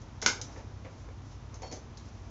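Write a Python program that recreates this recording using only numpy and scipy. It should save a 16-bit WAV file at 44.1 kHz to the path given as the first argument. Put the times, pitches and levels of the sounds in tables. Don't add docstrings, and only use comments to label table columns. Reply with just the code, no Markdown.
import sys
import numpy as np
from scipy import signal
from scipy.fft import rfft, irfft, next_fast_len
from scipy.io import wavfile
from scipy.ndimage import uniform_filter1d

SR = 44100
rng = np.random.default_rng(int(sys.argv[2]) if len(sys.argv) > 2 else 0)


def pcm_store(signal):
    levels = np.round(np.clip(np.atleast_2d(signal), -1, 1) * 32767)
    wavfile.write(sys.argv[1], SR, levels.astype(np.int16).T)


N = 101429

# start in seconds, level in dB.
CLANKS = [(0.2246, -19.5), (0.2611, 0.5)]
# frequency in Hz, relative level in dB, t60 in seconds.
FRAME_MODES = [(1349, -7, .15), (1474, 1, .19), (1515, -2, .19), (1592, -4, .17), (2063, 1, .17),
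               (2124, 2, .17), (2200, -6, .14), (2920, -6, .18), (4483, -2, .17), (5210, -4, .2),
               (5668, -7, .2), (6020, -3, .15), (6158, 1, .16), (6693, 2, .16)]
# frequency in Hz, level in dB relative to the clank, t60 in seconds.
THUMP_MODES = [(121, -43, 0.21), (184, -50.5, 0.34), (239.6, -49, 0.31), (322, -50, 0.32),
               (904, -36, 0.074)]
# frequency in Hz, gain in dB.
CRACK_COLOUR = [(100, -6), (210, -3.5), (400, -9), (900, -2.5), (1200, -7), (1500, 8), (1800, -10),
                (2080, 3), (2500, -7.5), (3200, -5), (4500, -0.5), (5600, -2), (6400, 0.5), (7500, -7.5)]
FRAME_DB, CRACK_DB, CRACK_T60_S, CLANK_ROOM_DB = -11.5, 13, .015, -0.5

# start in seconds, level in dB, resonance of the part in Hz,
# resonance gain in dB, t60 of the contact envelope in seconds.
TICKS = [(.016, -27, 6340, -12.5, 0.11), (0.2163, -7.5, 6500, -2, .04), (0.2272, -7, 5260, 5.5, 0.021),
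         (.246, -21.5, 5500, 4.5, .05), (0.414, -5, 6000, -12, .035), (1.5413, -22, 6400, 12, 0.052),
         (1.619, -18, 6900, 0.5, 0.2), (1.669, -24, 5500, -10, .04), (1.713, -17, 6500, -6, 0.12),
         (1.7235, -13.5, 6200, 4.5, 0.11), (1.764, -22, 6100, -7, 0.041),
         (1.9711, -20.5, 4150, 10.5, 0.042), (1.995, -31, 4170, 13, .05)]
# frequency in Hz, relative level in dB, t60 in seconds.
TICK_MODES = [(3850, -11, .08), (4200, -10, .1), (4850, -6, .13), (5400, -4, .12), (5900, 0, .1),
              (6480, -3, .1), (6900, -4, .08)]
# frequency in Hz, gain in dB.
TICK_COLOUR = [(300, -18), (1200, -17), (2800, -11), (3900, -5.5), (4500, -7), (5300, -1), (6300, -1),
               (7400, -8)]
TICK_WIDTH_HZ, TICK_ROOM_DB, TICK_MODES_DB = 320, -0.5, -34.5

# start in seconds, level in dB, body resonance in Hz,
# resonance gain in dB, t60 of the contact envelope in seconds.
KNOCKS = [(.2235, -6.5, 540, -5, 0.074), (.25, -12.5, 450, 2, 0.06), (.562, -16.5, 450, 5.5, 0.063),
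          (0.579, -23.5, 730, 7, 0.039), (0.8473, -13, 430, -1, 0.096), (1.087, -20.5, 440, 4, .025),
          (1.62, -18, 597, 7.5, 0.03), (1.631, -17, 766, 12, 0.057), (1.648, -23, 660, 10, 0.019),
          (1.714, -18.5, 478, 10, .04), (1.726, -18, 347, 13, .05), (1.772, -25.5, 600, 1, 0.05)]
# frequency in Hz, gain in dB.
KNOCK_COLOUR = [(80, -11.5), (210, 4), (330, 1), (450, 7.5), (900, 0.5), (1400, -6), (2300, -0.5),
                (3200, -14.5), (7000, -25.5)]
KNOCK_WIDTH_HZ, KNOCK_ROOM_DB = 290, -0.5

# frequency in Hz, level in dB, t60 in seconds.
SPANNER_MODES = [(2050, -62, 0.32), (3200, -62, 0.56), (4430, -51, 0.89), (5480, -58.5, 0.79)]
RING_START_S, RING_STOP_S, RING_DAMPED_T60_S, RING_WAVER_DB = 1.628, 1.756, .35, .8

# middle in seconds, half length (to 1/e) in seconds, level in dB.
SLIDES = [(.56, 0.066, -60.5), (.93, 0.091, -68.5), (1.01, .05, -68.5), (1.312, 0.061, -60),
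          (2.132, 0.15, -65.5)]
# middle in seconds, half length (to 1/e) in seconds, level in dB.
RUSTLES = [(.45, 0.14, -54.5), (.61, 0.035, -59), (1.55, 0.026, -55.5)]
# frequency in Hz, gain in dB.
RUSTLE_COLOUR = [(100, -3), (200, -10), (450, 6), (1000, 0), (2000, -10.5), (3200, -20.5), (6000, -14),
                 (7500, -20)]
RUB_UNEVEN_DB = 3.1

# frequency in Hz, rms level in dB, both before the waver.
HUM_LINES = [(54.7, -57), (64.5, -56), (85.3, -56), (96.6, -51.5), (108.7, -59), (128.8, -59), (161, -68),
             (184, -67), (225, -63)]
HUM_WAVER_DB, HUM_DRIFT_HZ = 1.5, .5
# frequency in Hz, relative density in dB per Hz.
AIR_COLOUR = [(20, -8), (38, -4.5), (52, 11), (75, 1.5), (122, 6), (145, -9), (200, -5), (235, -2.5),
              (280, -4.5), (450, -11.5), (1000, -12.5), (1600, -20), (3000, -25.5), (4500, -27.5),
              (6200, -25.5), (7500, -34.5)]
AIR_DB, AIR_SWELL_DB = -49, .3

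ROOM_T60_S, ROOM_TREBLE_T60_S, ROOM_BUILD_S, ROOM_SPLIT_HZ = .42, .26, .002, 900
TREBLE_EDGE_HZ, TOP_HZ = 7330, 8215


def undb(db):
    return 10 ** (np.asarray(db) / 20)


def unit(x):
    return x / np.sqrt(np.mean(x ** 2))


def fade(start_s, t60_s):
    age_s = np.arange(N) / SR - start_s
    return (age_s >= 0) * np.exp(-np.log(1000) * np.maximum(age_s, 0) / max(t60_s, 1e-3))


def colour(x, points):
    size = 2 * next_fast_len(N)
    hz, db = np.array(points).T
    grid_hz = np.maximum(np.arange(size // 2 + 1) * SR / size, 1)
    gain = undb(np.interp(np.log(grid_hz), np.log(hz), db))
    cepstrum = irfft(np.log(gain))
    cepstrum[1:size // 2] *= 2
    cepstrum[size // 2 + 1:] = 0
    return irfft(rfft(x, size) * np.exp(rfft(cepstrum)))[:N]


def walk(rate_hz):
    hold = int(SR / rate_hz)
    steps = np.repeat(rng.standard_normal(N // hold + 2), hold)
    smooth = uniform_filter1d(uniform_filter1d(steps, hold), hold)
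    return unit(smooth[:N])


def contact(start_s, t60_s):
    shape = fade(start_s, t60_s)
    spectrum = rfft(shape * rng.standard_normal(N))
    flatter = spectrum / np.sqrt(np.abs(spectrum) + 1e-9)
    burst = irfft(flatter, N) * (shape > 0)
    return burst / np.sqrt(np.sum(burst ** 2))


def ring(start_s, modes):
    age_s = np.arange(N) / SR - start_s
    out = 0
    for hz, db, t60_s in modes:
        polarity = rng.choice([-1, 1])
        out = out + polarity * undb(db) * fade(start_s, t60_s) * np.sin(2 * np.pi * hz * age_s)
    return out


def resonate(x, hz, width_hz):
    return signal.lfilter(*signal.iirpeak(hz, hz / width_hz, fs=SR), x)


def garage(x, room_db):
    t = np.arange(N) / SR
    noise = rng.standard_normal(N)
    low = signal.sosfiltfilt(signal.butter(2, ROOM_SPLIT_HZ, fs=SR, output="sos"), noise)
    tail = low * fade(0, ROOM_T60_S) + (noise - low) * fade(0, ROOM_TREBLE_T60_S)
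    tail = tail * (1 - np.exp(-t / ROOM_BUILD_S))
    tail = tail / np.sqrt(np.sum(tail ** 2))
    return x + undb(room_db) * signal.fftconvolve(x, tail)[:N]


def clanks():
    crack, body = 0, 0
    for start_s, db in CLANKS:
        crack = crack + undb(db) * contact(start_s, CRACK_T60_S)
        frame = undb(FRAME_DB) * ring(start_s, FRAME_MODES) / len(FRAME_MODES)
        body = body + undb(db) * (frame + ring(start_s, THUMP_MODES))
    crack = undb(CRACK_DB) * colour(crack, CRACK_COLOUR)
    return garage(crack, CLANK_ROOM_DB) + body


def ticks():
    touches, rings = 0, 0
    for start_s, db, hz, resonance_db, t60_s in TICKS:
        touch = undb(db) * contact(start_s, t60_s)
        touches = touches + touch + undb(resonance_db) * resonate(touch, hz, TICK_WIDTH_HZ)
        rings = rings + undb(db + TICK_MODES_DB) * ring(start_s, TICK_MODES)
    return garage(colour(touches, TICK_COLOUR), TICK_ROOM_DB) + rings


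def knocks():
    bumps = 0
    for start_s, db, hz, resonance_db, t60_s in KNOCKS:
        bump = undb(db) * contact(start_s, t60_s)
        bumps = bumps + bump + undb(resonance_db) * resonate(bump, hz, KNOCK_WIDTH_HZ)
    return garage(colour(bumps, KNOCK_COLOUR), KNOCK_ROOM_DB)


def spanner():
    free = np.arange(N) / SR < RING_STOP_S
    partials = 0
    for mode in SPANNER_MODES:
        partials = partials + ring(RING_START_S, [mode]) * undb(RING_WAVER_DB * walk(70))
    return partials * np.maximum(free, fade(RING_STOP_S, RING_DAMPED_T60_S))


def rubbing(strokes, points):
    t = np.arange(N) / SR
    pressure = 0
    for middle_s, half_s, db in strokes:
        pressure = pressure + undb(db) * np.exp(-((t - middle_s) / half_s) ** 2)
    noise = unit(colour(rng.standard_normal(N), points))
    return pressure * undb(RUB_UNEVEN_DB * walk(60)) * noise


def hum():
    lines = 0
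    for hz, db in HUM_LINES:
        turns = np.cumsum(hz + HUM_DRIFT_HZ * walk(3.89)) / SR + rng.random()
        level = np.sqrt(2) * undb(db + HUM_WAVER_DB * walk(6.32))
        lines = lines + level * np.sin(2 * np.pi * turns)
    return lines


def air():
    noise = unit(colour(rng.standard_normal(N), AIR_COLOUR))
    return undb(AIR_DB + AIR_SWELL_DB * walk(2.2)) * noise


def scene():
    work = clanks() + ticks() + knocks() + spanner()
    rubs = rubbing(SLIDES, TICK_COLOUR) + rubbing(RUSTLES, RUSTLE_COLOUR)
    return (work + rubs + hum() + air())[None]


def record(dry):
    dull = signal.sosfilt(signal.butter(30, TREBLE_EDGE_HZ, fs=SR, output="sos"), dry)
    return signal.sosfilt(signal.ellip(8, .2, 60, TOP_HZ, fs=SR, output="sos"), dull)


dry = scene()
out = record(dry)
pcm_store(out)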